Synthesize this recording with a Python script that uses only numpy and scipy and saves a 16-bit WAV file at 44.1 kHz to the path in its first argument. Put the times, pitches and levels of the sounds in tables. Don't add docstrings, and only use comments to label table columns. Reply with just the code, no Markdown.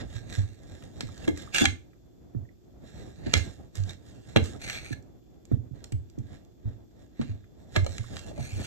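import sys
import numpy as np
from scipy import signal
from scipy.fft import rfft, irfft, next_fast_len
from scipy.io import wavfile
from scipy.ndimage import uniform_filter1d

SR = 44100
rng = np.random.default_rng(int(sys.argv[2]) if len(sys.argv) > 2 else 0)


def store_wav(level_fs):
    pcm = np.round(np.clip(np.atleast_2d(level_fs), -1, 1) * 32767)
    wavfile.write(sys.argv[1], SR, pcm.T.astype(np.int16))


N = 381906
TIME = np.arange(N) / SR
# pitch_hz, level_db, t60_s
PRESSED_MODES = [(1230, -2, 0.016), (1678, -0.5, 0.053), (2097, 3, 0.11), (2275, 4, 0.028),
                 (2760, -7.5, 0.031), (3274, -1.5, 0.036), (3590, -3.5, 0.031), (3940, -2.5, .04),
                 (4030, -3.5, 0.038), (5540, -7, 0.022), (6327, -8, 0.032), (7440, -6.5, 0.013)]


def undb(db):
    return 10 ** (np.asarray(db) / 20)


def unit(x):
    return x / np.sqrt(np.mean(x ** 2))


def fade(t, t60_s):
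    return np.exp(-np.log(1000) * t / max(t60_s, 1e-3))


def swell(t, peak_s):
    age = t / max(peak_s, .004)
    return (age * np.exp(1 - age)) ** 1.3


def wobble(rate_hz, t=TIME):
    count = int(t[-1] * rate_hz) + 2
    return np.interp(t * rate_hz, np.arange(count), rng.standard_normal(count))


def stereo_noise(shared):
    common, *own = rng.standard_normal((3, N))
    return np.sqrt(shared) * common + np.sqrt(1 - shared) * np.array(own)


def colour(x, points):
    size = next_fast_len(x.shape[-1] + 4096)
    size += size % 2
    hz, db = np.transpose(points)
    log_hz = np.log(np.fft.rfftfreq(size, 1 / SR) + 1)
    cepstrum = irfft(np.interp(log_hz, np.log(hz), db) * np.log(10) / 20)
    cepstrum[1:size // 2] *= 2
    cepstrum[size // 2 + 1:] = 0
    return irfft(rfft(x, size) * np.exp(rfft(cepstrum)))[..., :x.shape[-1]]


def treble_of(x):
    return signal.sosfiltfilt(signal.butter(2, 4800, "high", fs=SR, output="sos"), x)


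def add(out, start_s, sound):
    start = max(int(start_s * SR), 0)
    out[..., start:start + sound.shape[-1]] += sound[..., :N - start]


def pan(db):
    return unit(undb(np.array([[db], [-db]]) / 2))


def convolve(x, response):
    return signal.oaconvolve(np.atleast_2d(x), response, axes=-1)[:, :N]


def ringing(modes):
    t = TIME[:SR // 6]
    ring = sum(rng.choice([-1, 1]) * undb(db) * fade(t, t60_s) * np.sin(2 * np.pi * hz * t)
               for hz, db, t60_s in modes)
    return ring / np.linalg.norm([undb(db) for _, db, _ in modes])


def background(air_db=-59):
    # freq_hz, gain_db
    spectrum = [(20, -23), (55, -8.5), (130, -13), (350, -4.5), (700, -37.5), (1050, -39), (2000, -42.5),
                (4000, -38), (7500, -37.5), (10500, -72), (13300, -35), (15000, -56.5)]
    # pitch_hz, rms_db
    tones = [(57, -65.5), (118, -63), (3445, -87), (6885, -93)]
    air = unit(colour(stereo_noise(shared=0.079), spectrum)) * undb(air_db + 0.35 * wobble(26))
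    hum = 0
    for hz, db in tones:
        amplitude = np.sqrt(2) * undb(db + 2 * wobble(2.3))
        hum += amplitude * np.sin(2 * np.pi * hz * TIME + .6 * wobble(1.8))
    return air + hum


def movement(peak_s, level_db, rise_s, fall_s, drop_db=16.5, roundness=1.1):
    span = slice(*np.searchsorted(TIME, [peak_s - 5 * rise_s, peak_s + 5 * fall_s]))
    away = np.maximum((peak_s - TIME[span]) / rise_s, (TIME[span] - peak_s) / fall_s)
    gain = np.zeros(N)
    gain[span] = undb(level_db - drop_db * away ** roundness)
    return gain


def slips(rate_hz, scatter_db, patchy_db, patch_hz):
    clicks = (rng.random(N) < rate_hz / SR) * rng.choice([-1, 1], N)
    sizes = undb(scatter_db * rng.standard_normal(N))
    return unit(clicks * sizes * undb(patchy_db * wobble(patch_hz)))


def tip_echo(x, mean_s=0.00055, roam_s=.00007):
    index = np.arange(N)
    lag = np.abs(mean_s + roam_s * wobble(11)) * SR
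    return unit(x + 0.42 * np.interp(index - lag, index, x))


def pressed(force, modes_db, drift_s=.0012):
    ring = signal.oaconvolve(force, ringing(PRESSED_MODES))[:N]
    drifting = np.interp(TIME + drift_s * wobble(16), TIME, ring)
    return unit(force + undb(modes_db) * unit(drifting))


def plate(force, ring_db, spread_s=0.00063):
    # pitch_hz, level_db, t60_s
    modes = [(1390, -6, .18), (1546, -4, .12), (1616, -1.5, .14), (1690, -4, .13), (2200, -11, .1),
             (2735, 3, .16), (3175, -5, .16), (3461, -3, .18), (3740, -9, .16), (4080, -13, .14),
             (4620, -9, .2), (5600, -4, .18), (6538, 0, .16), (6616, -1, .16), (7330, -12.5, .2),
             (8635, -13.5, .25), (11700, -19, .2), (12650, -20, .2)]
    t = TIME[:SR // 3]
    hz = np.fft.rfftfreq(512, 1 / SR)
    knots_hz = np.linspace(0, SR / 2, num=90)
    delay_s = np.interp(hz, knots_hz, rng.random(len(knots_hz)) * spread_s)
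    direct = irfft(np.exp(-2j * np.pi * np.cumsum(delay_s) * hz[1]))
    direct[len(direct) // 2:] = 0
    response = []
    for _ in range(2):
        ring = sum(undb(db) * fade(t, t60_s) * np.cos(2 * np.pi * (pitch_hz * t + rng.random()))
                   for pitch_hz, db, t60_s in modes)
        ring *= undb(ring_db) / np.linalg.norm(ring)
        ring[0] += 1
        response.append(np.convolve(ring, direct))
    return convolve(force, np.array(response))


def sawing():
    # peak_s, level_db, rise_s, fall_s, bright_db
    strokes = [(0.01, -40, 0.06, 0.018, -11), (0.165, -50.5, 0.12, 0.065, 1),
               (0.347, -45.5, .08, 0.12, 1.5), (0.76, -59, 0.23, 0.22, 3.5), (1.0, -59.5, 0.067, 0.64, 4),
               (1.246, -49, 0.072, 0.022, -2), (1.39, -48, 0.046, 0.11, 1.5),
               (2.885, -59.5, 0.06, 0.06, 2.5), (2.99, -57, 0.11, 0.25, 3.5),
               (3.274, -47, 0.052, 0.16, -17), (3.38, -47.5, 0.082, 0.15, 7), (3.768, -52.5, 0.02, 0.11, 5),
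               (3.897, -48.5, 0.04, 0.041, 1.5), (4.091, -59.5, 0.079, 0.14, 4),
               (4.3, -59, 0.098, 0.3, 4.5), (4.46, -47, 0.038, 0.082, 6), (5.53, -60.5, 0.046, 0.05, -8),
               (5.76, -66.5, 0.026, 0.32, -3.5), (6.34, -60.5, 0.13, 0.088, -1.5),
               (6.691, -65, 0.076, 0.1, -7.5), (7.02, -66.5, 0.084, 0.062, 2),
               (7.219, -53.5, 0.059, 0.16, -6), (7.61, -74, 0.05, 0.1, 7), (7.77, -44.5, 0.042, 0.028, 3.5),
               (7.94, -54, 0.15, 0.12, 7.5), (8.183, -49, 0.17, 0.093, 3), (8.285, -56, 0.019, 0.046, 9)]
    # freq_hz, gain_db
    spectrum = [(150, -6.5), (370, 5), (1000, -1), (1350, -0.5), (1780, 3.5), (2050, 0), (2300, 2),
                (2480, -0.5), (2680, 3), (2900, -1), (3200, 1), (3400, 0), (3700, 3), (4300, 0), (4900, -5),
                (5650, -2), (6200, -5), (6800, -4), (7900, -6.5), (8700, -8), (10200, -31), (11800, -18),
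                (15500, -36)]
    rub = slips(rate_hz=5000, scatter_db=-0.5, patchy_db=0.5, patch_hz=60)
    crunch = undb(-1) * slips(rate_hz=240, scatter_db=4.2, patchy_db=3, patch_hz=35)
    cut = pressed(tip_echo(unit(colour(rub + crunch, spectrum))), modes_db=-11)
    treble = treble_of(cut)
    force = friction = 0
    for *move, bright_db in strokes:
        gain = movement(*move)
        force += gain * (cut + (undb(bright_db) - 1) * treble)
        friction += gain
    return plate(force * undb(1), ring_db=-17, spread_s=0.00054) * pan(-6), friction


def hands(friction, rest_db=-61.5, effort_db=-23, blur_s=0.033):
    # peak_s, level_db, rise_s, fall_s
    grips = [(0.01, -37.5, 0.1, 0.082), (0.72, -46.5, 0.17, 0.13), (2.239, -62, .15, 0.19),
             (3.02, -41, 0.065, 0.08), (4.56, -47, 0.13, 0.6), (7.032, -61, 0.088, 0.063),
             (8.58, -43, 0.51, 0.91)]
    # freq_hz, gain_db
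    spectrum = [(25, -15), (55, -0.5), (90, 2.5), (170, -3.5), (280, -6.5), (450, -12.5), (700, -14.5),
                (1000, -28.5), (2000, -35.5), (5000, -59.5)]
    rumble = unit(colour(stereo_noise(shared=0.062) * undb(4 * wobble(25)), spectrum))
    effort = np.sqrt(np.abs(uniform_filter1d(friction, size=int(blur_s * SR))))
    gripping = sum(movement(*grip) for grip in grips)
    press = undb(rest_db) + np.hypot(undb(effort_db) * effort, gripping)
    return rumble * press * undb(3) * pan(-1.5)


def finger_ticks(level_db=-85):
    # freq_hz, gain_db
    spectrum = [(400, -8), (1000, -3), (1800, 0), (2800, -5), (4000, -7), (8000, -14), (10000, -35)]
    t = TIME[:SR // 40]
    ticks = slips(rate_hz=70, scatter_db=2.5, patchy_db=2, patch_hz=5)
    moist = signal.oaconvolve(ticks, rng.standard_normal(len(t)) * fade(t, 0.0047))[:N]
    rustle = tip_echo(colour(moist, spectrum), roam_s=.0002)
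    return plate(rustle * undb(level_db), ring_db=-25) * pan(-2)


def flesh_damping(t):
    return 1 + 0.57 * wobble(230, t)


def thumps(glide_hz=200, glide_s=.0055, knock_hz=258, frame_hz=76, rebound_hz=82.5):
    # start_s,
    # level_db, pitch_hz, knock_db, pan_db
    pushes = [(0.044, -34, 58.3, -52, -6.5), (0.145, -31, 111.6, -54.5, -9),
              (0.373, -20.5, 100.2, -39.5, -5), (1.032, -31.5, 108.6, -31.5, -4.5),
              (1.274, -29, 95.6, -25.5, 3), (1.612, -27.5, 95, -19.5, -12), (1.664, -30.5, 88.2, -46, -3),
              (2.349, -22.5, 113.5, -31.5, -7), (3.265, -26, 137.8, -25.5, -3),
              (3.344, -19.5, 84.36, -34.5, -9), (3.776, -22, 95.2, -58.5, -8),
              (4.363, -19.5, 93.6, -21.5, -5), (4.908, -30, 111.8, -28.5, -6.5),
              (5.516, -15.5, 114.5, -19, -8), (5.71, -31, 117.4, -44.5, -17),
              (5.922, -20.5, 102.3, -34, -2.5), (6.179, -25.5, 115, -32.5, -4.5),
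              (6.642, -23.5, 109.8, -45.5, -2), (7.196, -29.5, 130.4, -19, -3),
              (7.286, -26.5, 103.6, -46.5, -1), (7.767, -18, 88, -29.5, -4.5),
              (7.834, -27.5, 82.2, -42.5, -4), (7.986, -29.5, 111.7, -51, -6),
              (8.385, -23, 126, -36.5, -3.5), (8.523, -28.5, 97.9, -62, -3)]
    out, t = np.zeros((2, N)), TIME[:SR // 3]
    late = np.maximum(t - .053, 0)
    for start_s, db, hz, knock_db, pan_db in pushes:
        detune = 1 + 0.04 * rng.standard_normal(2)
        hardness = np.clip((knock_db - db + 27.5) / 16, 0, 1)
        cycles = hz * t + hardness * glide_hz * glide_s * (1 - np.exp(-t / glide_s))
        pane = swell(t, 0.025 - 0.011 * hardness) * np.sin(2 * np.pi * cycles) * flesh_damping(t)
        frame = undb(-10) * swell(t, 0.014) * np.sin(2 * np.pi * frame_hz * detune[0] * t)
        rebound_gain = hardness * undb(-0.58 * max(hz - 93.5, 0))
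        rebound = rebound_gain * swell(late, 0.011) * np.sin(2 * np.pi * rebound_hz * late)
        knock_gain = undb(knock_db + 5) * (1 - np.exp(-t / 0.001)) * fade(t, 0.05)
        knock = knock_gain * np.sin(2 * np.pi * knock_hz * detune[1] * t)
        add(out, start_s, pan(pan_db) * (undb(db) * (pane + frame + rebound) + knock))
    return colour(out, [(100, -1), (135, -2), (165, -11), (200, -4), (250, 1.5)])


def pops(events, t60_s, width_octaves, skirt_db, gain_db):
    out, t = np.zeros(N), TIME[:SR // 20]
    ratio = 2 ** width_octaves
    for start_s, db, hz in events:
        hump = [(hz / ratio ** 2, 2 * skirt_db), (hz / ratio, skirt_db), (hz, 0),
                (hz * ratio, skirt_db), (hz * ratio ** 2, 3 * skirt_db)]
        burst = colour(rng.standard_normal(len(t)) * fade(t, t60_s), hump)
        add(out, start_s, burst / np.abs(burst).max() * undb(db + gain_db))
    return out


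def snaps_and_smacks():
    # start_s, level_db, pitch_hz
    bright_snaps = [(0.1595, -43, 3570), (0.632, -49, 4060), (1.1773, -41, 3750), (1.3738, -31.5, 5600),
                    (1.4198, -40, 5403), (2.73, -75, 2500), (3.2914, -53, 5000), (3.7534, -31.5, 3728),
                    (3.836, -37, 4500), (3.893, -35, 3600), (4.4394, -33.5, 7400), (4.6154, -37.5, 2724),
                    (5.0243, -53.5, 6750), (5.4516, -46, 5930), (5.8406, -33, 5890), (5.9205, -35, 6060),
                    (6.0985, -49, 7350), (6.1859, -44.5, 7250), (6.268, -59, 2200), (6.448, -57, 6010),
                    (7.763, -24, 12000), (7.8441, -37, 4030), (8.1903, -37, 3720)]
    # start_s, level_db, pitch_hz
    partings = [(0.4374, -49.5, 1150), (0.821, -45.5, 1730), (1.0874, -42.5, 1190), (1.3723, -35.5, 1640),
                (1.4725, -44, 1280), (1.93, -55, 1610), (2.3456, -56.5, 1477), (4.5473, -47.5, 1287),
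                (5.8422, -48, 1753), (5.9218, -40, 2325), (8.0395, -44, 1268), (5.518, -48, 1490),
                (7.44, -52, 1609), (8.313, -54, 1680)]
    snaps = pops(bright_snaps, t60_s=0.018, width_octaves=2.3, skirt_db=-7.5, gain_db=-3)
    snaps = colour(snaps, [(8500, 8), (10000, -19.5), (12000, -4.5)])
    smacks = pops(partings, t60_s=0.02, width_octaves=0.55, skirt_db=-13, gain_db=1.5)
    return (plate(snaps, ring_db=-22, spread_s=0.0021) * pan(-2.8)
            + plate(smacks, ring_db=-23.5, spread_s=0.0042) * pan(-1.8))


def clack(low_hz, high_hz, favour_db=10, reach_octaves=0.25):
    modes = []
    for hz, db, t60_s in PRESSED_MODES:
        octaves = min(abs(np.log2(hz / low_hz)), abs(np.log2(hz / high_hz)))
        modes.append((hz, db + favour_db * np.exp(-(octaves / reach_octaves) ** 2), t60_s))
    return ringing(modes)


def knocks(bite_s=.002, clack_lead_s=.001):
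    # start_s, chatter_db, body_db, edge_db, approach_t60_s, decay_t60_s,
    # clack_db, low_hz, high_hz
    hits = [(1.0056, -27.5, -37.5, -35.5, 0.004, 0.026, -32, 1688, 3608),
            (1.277, -32, -38, -42.5, 0.012, 0.025, -24, 1676, 3163),
            (1.2872, -43, -50, -46.5, 0.0067, 0.038, -40, 1704, 6463),
            (1.547, -23, -46, -30, 0.062, 0.07, -31, 1596, 5600),
            (1.5605, -26.5, -50, -32.5, .006, 0.016, -31.5, 2812, 5640),
            (1.5813, -13.5, -45.5, -27.5, 0.0042, .022, -19, 1725, 6620),
            (1.64, -23, -39, -33, .006, 0.012, -32.5, 1421, 3500),
            (1.6534, -9, -41, -24.5, .008, 0.015, -11.5, 2816, 3475),
            (3.337, -11.5, -21.5, -19, 0.013, 0.0078, -12.5, 2330, 3170),
            (3.352, -29, -44, -46.5, 0.0071, .04, -30, 2258, 1702),
            (4.36, -13.5, -17.5, -52, 0.0053, 0.014, -13, 1760, 3234),
            (4.3691, -16, -25, -46, 0.005, 0.014, -19.5, 1750, 4095),
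            (4.676, -31, -60, -59, .005, .02, -42.5, 1700, 3800),
            (4.6963, -21.5, -58, -44, 0.0071, 0.05, -36, 2100, 2800),
            (4.7383, -38, -66, -49, .005, .02, -45.5, 2300, 3800),
            (7.212, -31.5, -36.5, -51.5, .014, 0.077, -41, 1745, 2830),
            (7.761, -18.5, -25.5, -46, 0.033, 0.035, -15.5, 1317, 1700),
            (7.766, -38.5, -24, -46, 0.042, 0.0083, -28.5, 1700, 2750),
            (7.9801, -30.5, -54, -41.5, 0.0089, 0.018, -39.5, 1660, 2280),
            (8.166, -30, -43.5, -45.5, 0.005, 0.021, -40, 1560, 3700)]
    # freq_hz, gain_db
    spectrum = [(150, -3.5), (400, -2.5), (780, -7.5), (980, -12), (1250, -3.5), (1620, 8), (1950, 3),
                (2300, 2), (3200, -1.5), (4000, -4.5), (4900, -10.5), (6600, -14), (8600, -18.5),
                (10000, -39), (13000, -33.5), (15000, -41.5)]
    out, t = np.zeros(N), TIME[:SR // 16] - 1 / 64
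    for start_s, chatter_db, body_db, edge_db, approach_s, decay_s, clack_db, low_hz, high_hz in hits:
        pressure = np.where(t < 0, fade(np.abs(t), approach_s), fade(np.abs(t), decay_s))
        force = rng.choice([-1, 1], len(t)) * pressure
        force[np.argmax(pressure)] += undb(-1) * np.linalg.norm(pressure)
        chatter = colour(force, spectrum)
        bands = [((120, 1000), body_db + 1), ((1000, 4800), chatter_db - 9), ((4800, 16000), edge_db)]
        for band_hz, db in bands:
            part = signal.sosfilt(signal.butter(3, band_hz, "band", fs=SR, output="sos"), chatter)
            add(out, start_s + bite_s + t[0], unit(part) * undb(db - 9.5))
        add(out, start_s + bite_s - clack_lead_s, clack(low_hz, high_hz) * undb(clack_db))
    return plate(out, ring_db=-24, spread_s=0.00065) * pan(-3)


def squeaks(waver=0.037):
    # start_s, level_db, pitch_hz, rise_s, t60_s
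    catches = [(1.24, -40, 2660, 0.0045, 0.038), (1.546, -24, 1630, .004, 0.029),
               (1.553, -19.5, 2783, 0.0087, 0.017), (1.597, -28.5, 3410, 0.0046, 0.036),
               (2.451, -60.5, 1884, .002, 0.031), (2.487, -53.5, 2006, 0.0033, 0.029),
               (3.893, -34, 3790, 0.0033, 0.031), (4.926, -33, 1694, .005, 0.042),
               (8.27, -52.5, 3480, .015, .1)]
    out, t = np.zeros(N), TIME[:SR // 10]
    for start_s, db, hz, rise_s, t60_s in catches:
        cycles = np.cumsum(hz * (1 + waver * wobble(600, t))) / SR
        envelope = np.minimum(t / rise_s, 1) * fade(np.maximum(t - rise_s, 0), t60_s)
        add(out, start_s, undb(db) * envelope * np.sin(2 * np.pi * cycles))
    return plate(out, ring_db=-34) * pan(-5)


def clunks(rise_s=.0015, t60_s=.055):
    # start_s, level_db, pitch_hz
    blows = [(1.28, -15, 303.8), (1.306, -34, 322), (1.616, -13, 290), (1.633, -20.5, 261.7),
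             (1.642, -22, 779.3), (3.274, -28.5, 358.4), (3.351, -24.5, 214.4), (3.365, -23.5, 330),
             (4.362, -8, 295), (4.371, -19, 380.2), (5.516, -27.5, 251.9), (7.763, -20.5, 603.6),
             (7.764, -22.5, 340.2), (7.846, -33, 330), (7.863, -29.5, 543), (8.312, -36, 596),
             (8.376, -31.5, 589), (8.395, -34, 696)]
    # freq_hz, gain_db
    spectrum = [(160, -12), (240, -1.5), (310, 7), (390, -2.5), (480, -3), (780, -2), (1050, -14.5)]
    rattle = colour(pops(blows, t60_s=0.062, width_octaves=1.4, skirt_db=-12, gain_db=1.5), spectrum)
    rock, t = np.zeros(N), TIME[:SR // 10]
    envelope = np.minimum(t / rise_s, 1) * fade(t, t60_s)
    for start_s, db, hz in blows:
        add(rock, start_s, undb(db + 0.5) * envelope * np.sin(2 * np.pi * hz * t) * flesh_damping(t))
    return rock + plate(rattle, ring_db=-17.5, spread_s=0.0018)


def sweep(start_s=1.546, hold_s=0.079, level_db=-28, growth_db_per_s=23.5):
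    age = TIME - start_s
    attack = fade(np.maximum(-age, 0), t60_s=0.048)
    release = fade(np.maximum(age - hold_s, 0), t60_s=0.076)
    growth_db = growth_db_per_s * np.clip(age, 0, hold_s)
    judder_db = 0.5 * wobble(220)
    return attack * release * undb(level_db + growth_db + judder_db)


def scrapes():
    # peak_s, level_db, rise_s, fall_s, bright_db
    drags = [(3.353, -33, .008, 0.05, -21), (4.619, -49, 0.011, 0.086, -3.5),
             (4.703, -39, 0.069, 0.062, -3), (4.755, -41.5, 0.037, 0.07, -9),
             (4.86, -49.5, 0.04, 0.073, -5), (4.93, -48, 0.024, 0.01, -4.5), (8.441, -52, 0.083, 0.19, 0),
             (8.65, -47.5, 0.14, .1, -1.5)]
    # freq_hz, gain_db
    spectrum = [(400, -4.5), (780, -1), (1000, -9.5), (1350, -5), (1650, -0.5), (1900, -8), (2200, 2),
                (2700, -1.5), (3000, -5), (3800, -2.5), (4400, -3.5), (4950, -9.5), (5600, -9.5),
                (6800, -6), (7700, -11.5), (8700, -9), (10200, -45), (11700, -17.5), (15000, -41)]
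    fine = slips(rate_hz=3700, scatter_db=4, patchy_db=2.5, patch_hz=130)
    coarse = undb(-2) * slips(rate_hz=280, scatter_db=3, patchy_db=2, patch_hz=240)
    grate = tip_echo(unit(colour(fine + coarse, spectrum)))
    treble = treble_of(grate)
    body = pressed(grate - treble, modes_db=-5.5) * np.std(grate - treble)
    force = sum(movement(*move) * (body + undb(bright_db + 3) * treble) for *move, bright_db in drags)
    damped = plate(force * undb(4), ring_db=-21, spread_s=0.00088) * pan(-2)
    free = plate(grate * sweep(), ring_db=-4.5, spread_s=0.0014) * pan(-2.6)
    return damped + free


def foot_taps():
    # start_s, level_db
    taps = [(4.361, -18), (7.8635, -25.5), (8.378, -40)]
    # pitch_hz, level_db, t60_s
    modes = [(580, 5, 0.048), (1215, -6.5, 0.04), (1340, -8, .03), (2275, -2.5, 0.04), (3040, -6.5, .04),
             (4130, -2, .04), (5200, -16, 0.04), (6250, -11, 0.045), (7310, -14, 0.045), (8500, -16.5, .04)]
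    out, t = np.zeros(N), TIME[:SR // 20]
    for start_s, db in taps:
        tick = colour(rng.standard_normal(len(t)) * fade(t, .018), [(8000, 0), (10000, -15)])
        add(out, start_s, undb(db - 3) * tick)
        add(out, start_s, undb(db) * ringing(modes))
    return plate(out * undb(-2), ring_db=-21, spread_s=0.001) * pan(-2)


def kitchen(x, gap_s=0.0013, crossover_hz=350):
    t = TIME[:SR // 2]
    response = 0
    for band, t60_s, wet_db in (("high", 0.26, -11), ("low", 0.36, -7)):
        tail = rng.standard_normal((2, len(t))) * fade(t, t60_s) * np.clip(t / gap_s - 1, 0, 1)
        tail *= undb(wet_db) / np.linalg.norm(tail[0])
        response += signal.sosfilt(signal.butter(2, crossover_hz, band, fs=SR, output="sos"), tail)
    return x + convolve(x, response)


def mic_ports(x):
    # freq_hz, left_minus_right_db, left_lead_rad
    response = [(30, 1.5, -0.94), (100, -1, -1.44), (248, 0.5, -2.5), (470, -1.5, -4.0), (900, 3, -5.0),
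                (1007, 2, -2), (1220, -8, -1), (1480, 2, 1.88), (1864, -2.5, 1), (2400, 4.5, 5),
                (3070, -2, 4), (3440, 1.5, 5), (4140, -3, 4), (5390, 3.5, 4), (5490, -1, 5.5),
                (6150, -13, 7), (7000, -5, 7), (7860, 0.5, 6.5), (8220, 4, 8), (11400, 2, 11.5)]
    size = next_fast_len(N + 4096)
    hz, *columns = np.transpose(response)
    log_hz = np.log(np.fft.rfftfreq(size, 1 / SR) + 1)
    balance_db, lead_rad = (np.interp(log_hz, np.log(hz), column) for column in columns)
    side = np.array([[1], [-1]]) / 2
    gain = undb(side * balance_db)
    gain /= np.sqrt(np.mean(gain ** 2, axis=0))
    return irfft(rfft(x, size) * gain * np.exp(1j * side * lead_rad), size)[:, :N]


def scene():
    contacts = (knocks() + foot_taps() + snaps_and_smacks() + finger_ticks()
                + squeaks() + thumps() + clunks())
    cutting, friction = sawing()
    return kitchen(contacts + cutting + scrapes()) + hands(friction) + background()


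def record(dry):
    # freq_hz, gain_db
    treble_colour = [(7600, 0), (8200, -1), (8720, 5), (9150, 0), (9600, -3), (10700, -2), (11400, 0),
                     (13600, 1), (14400, -10)]
    clipped = np.clip(colour(mic_ports(dry), treble_colour), -1, 1)
    return signal.sosfilt(signal.ellip(8, .2, 70, 15300, fs=SR, output="sos"), clipped)


dry = scene()
out = record(dry)
store_wav(out)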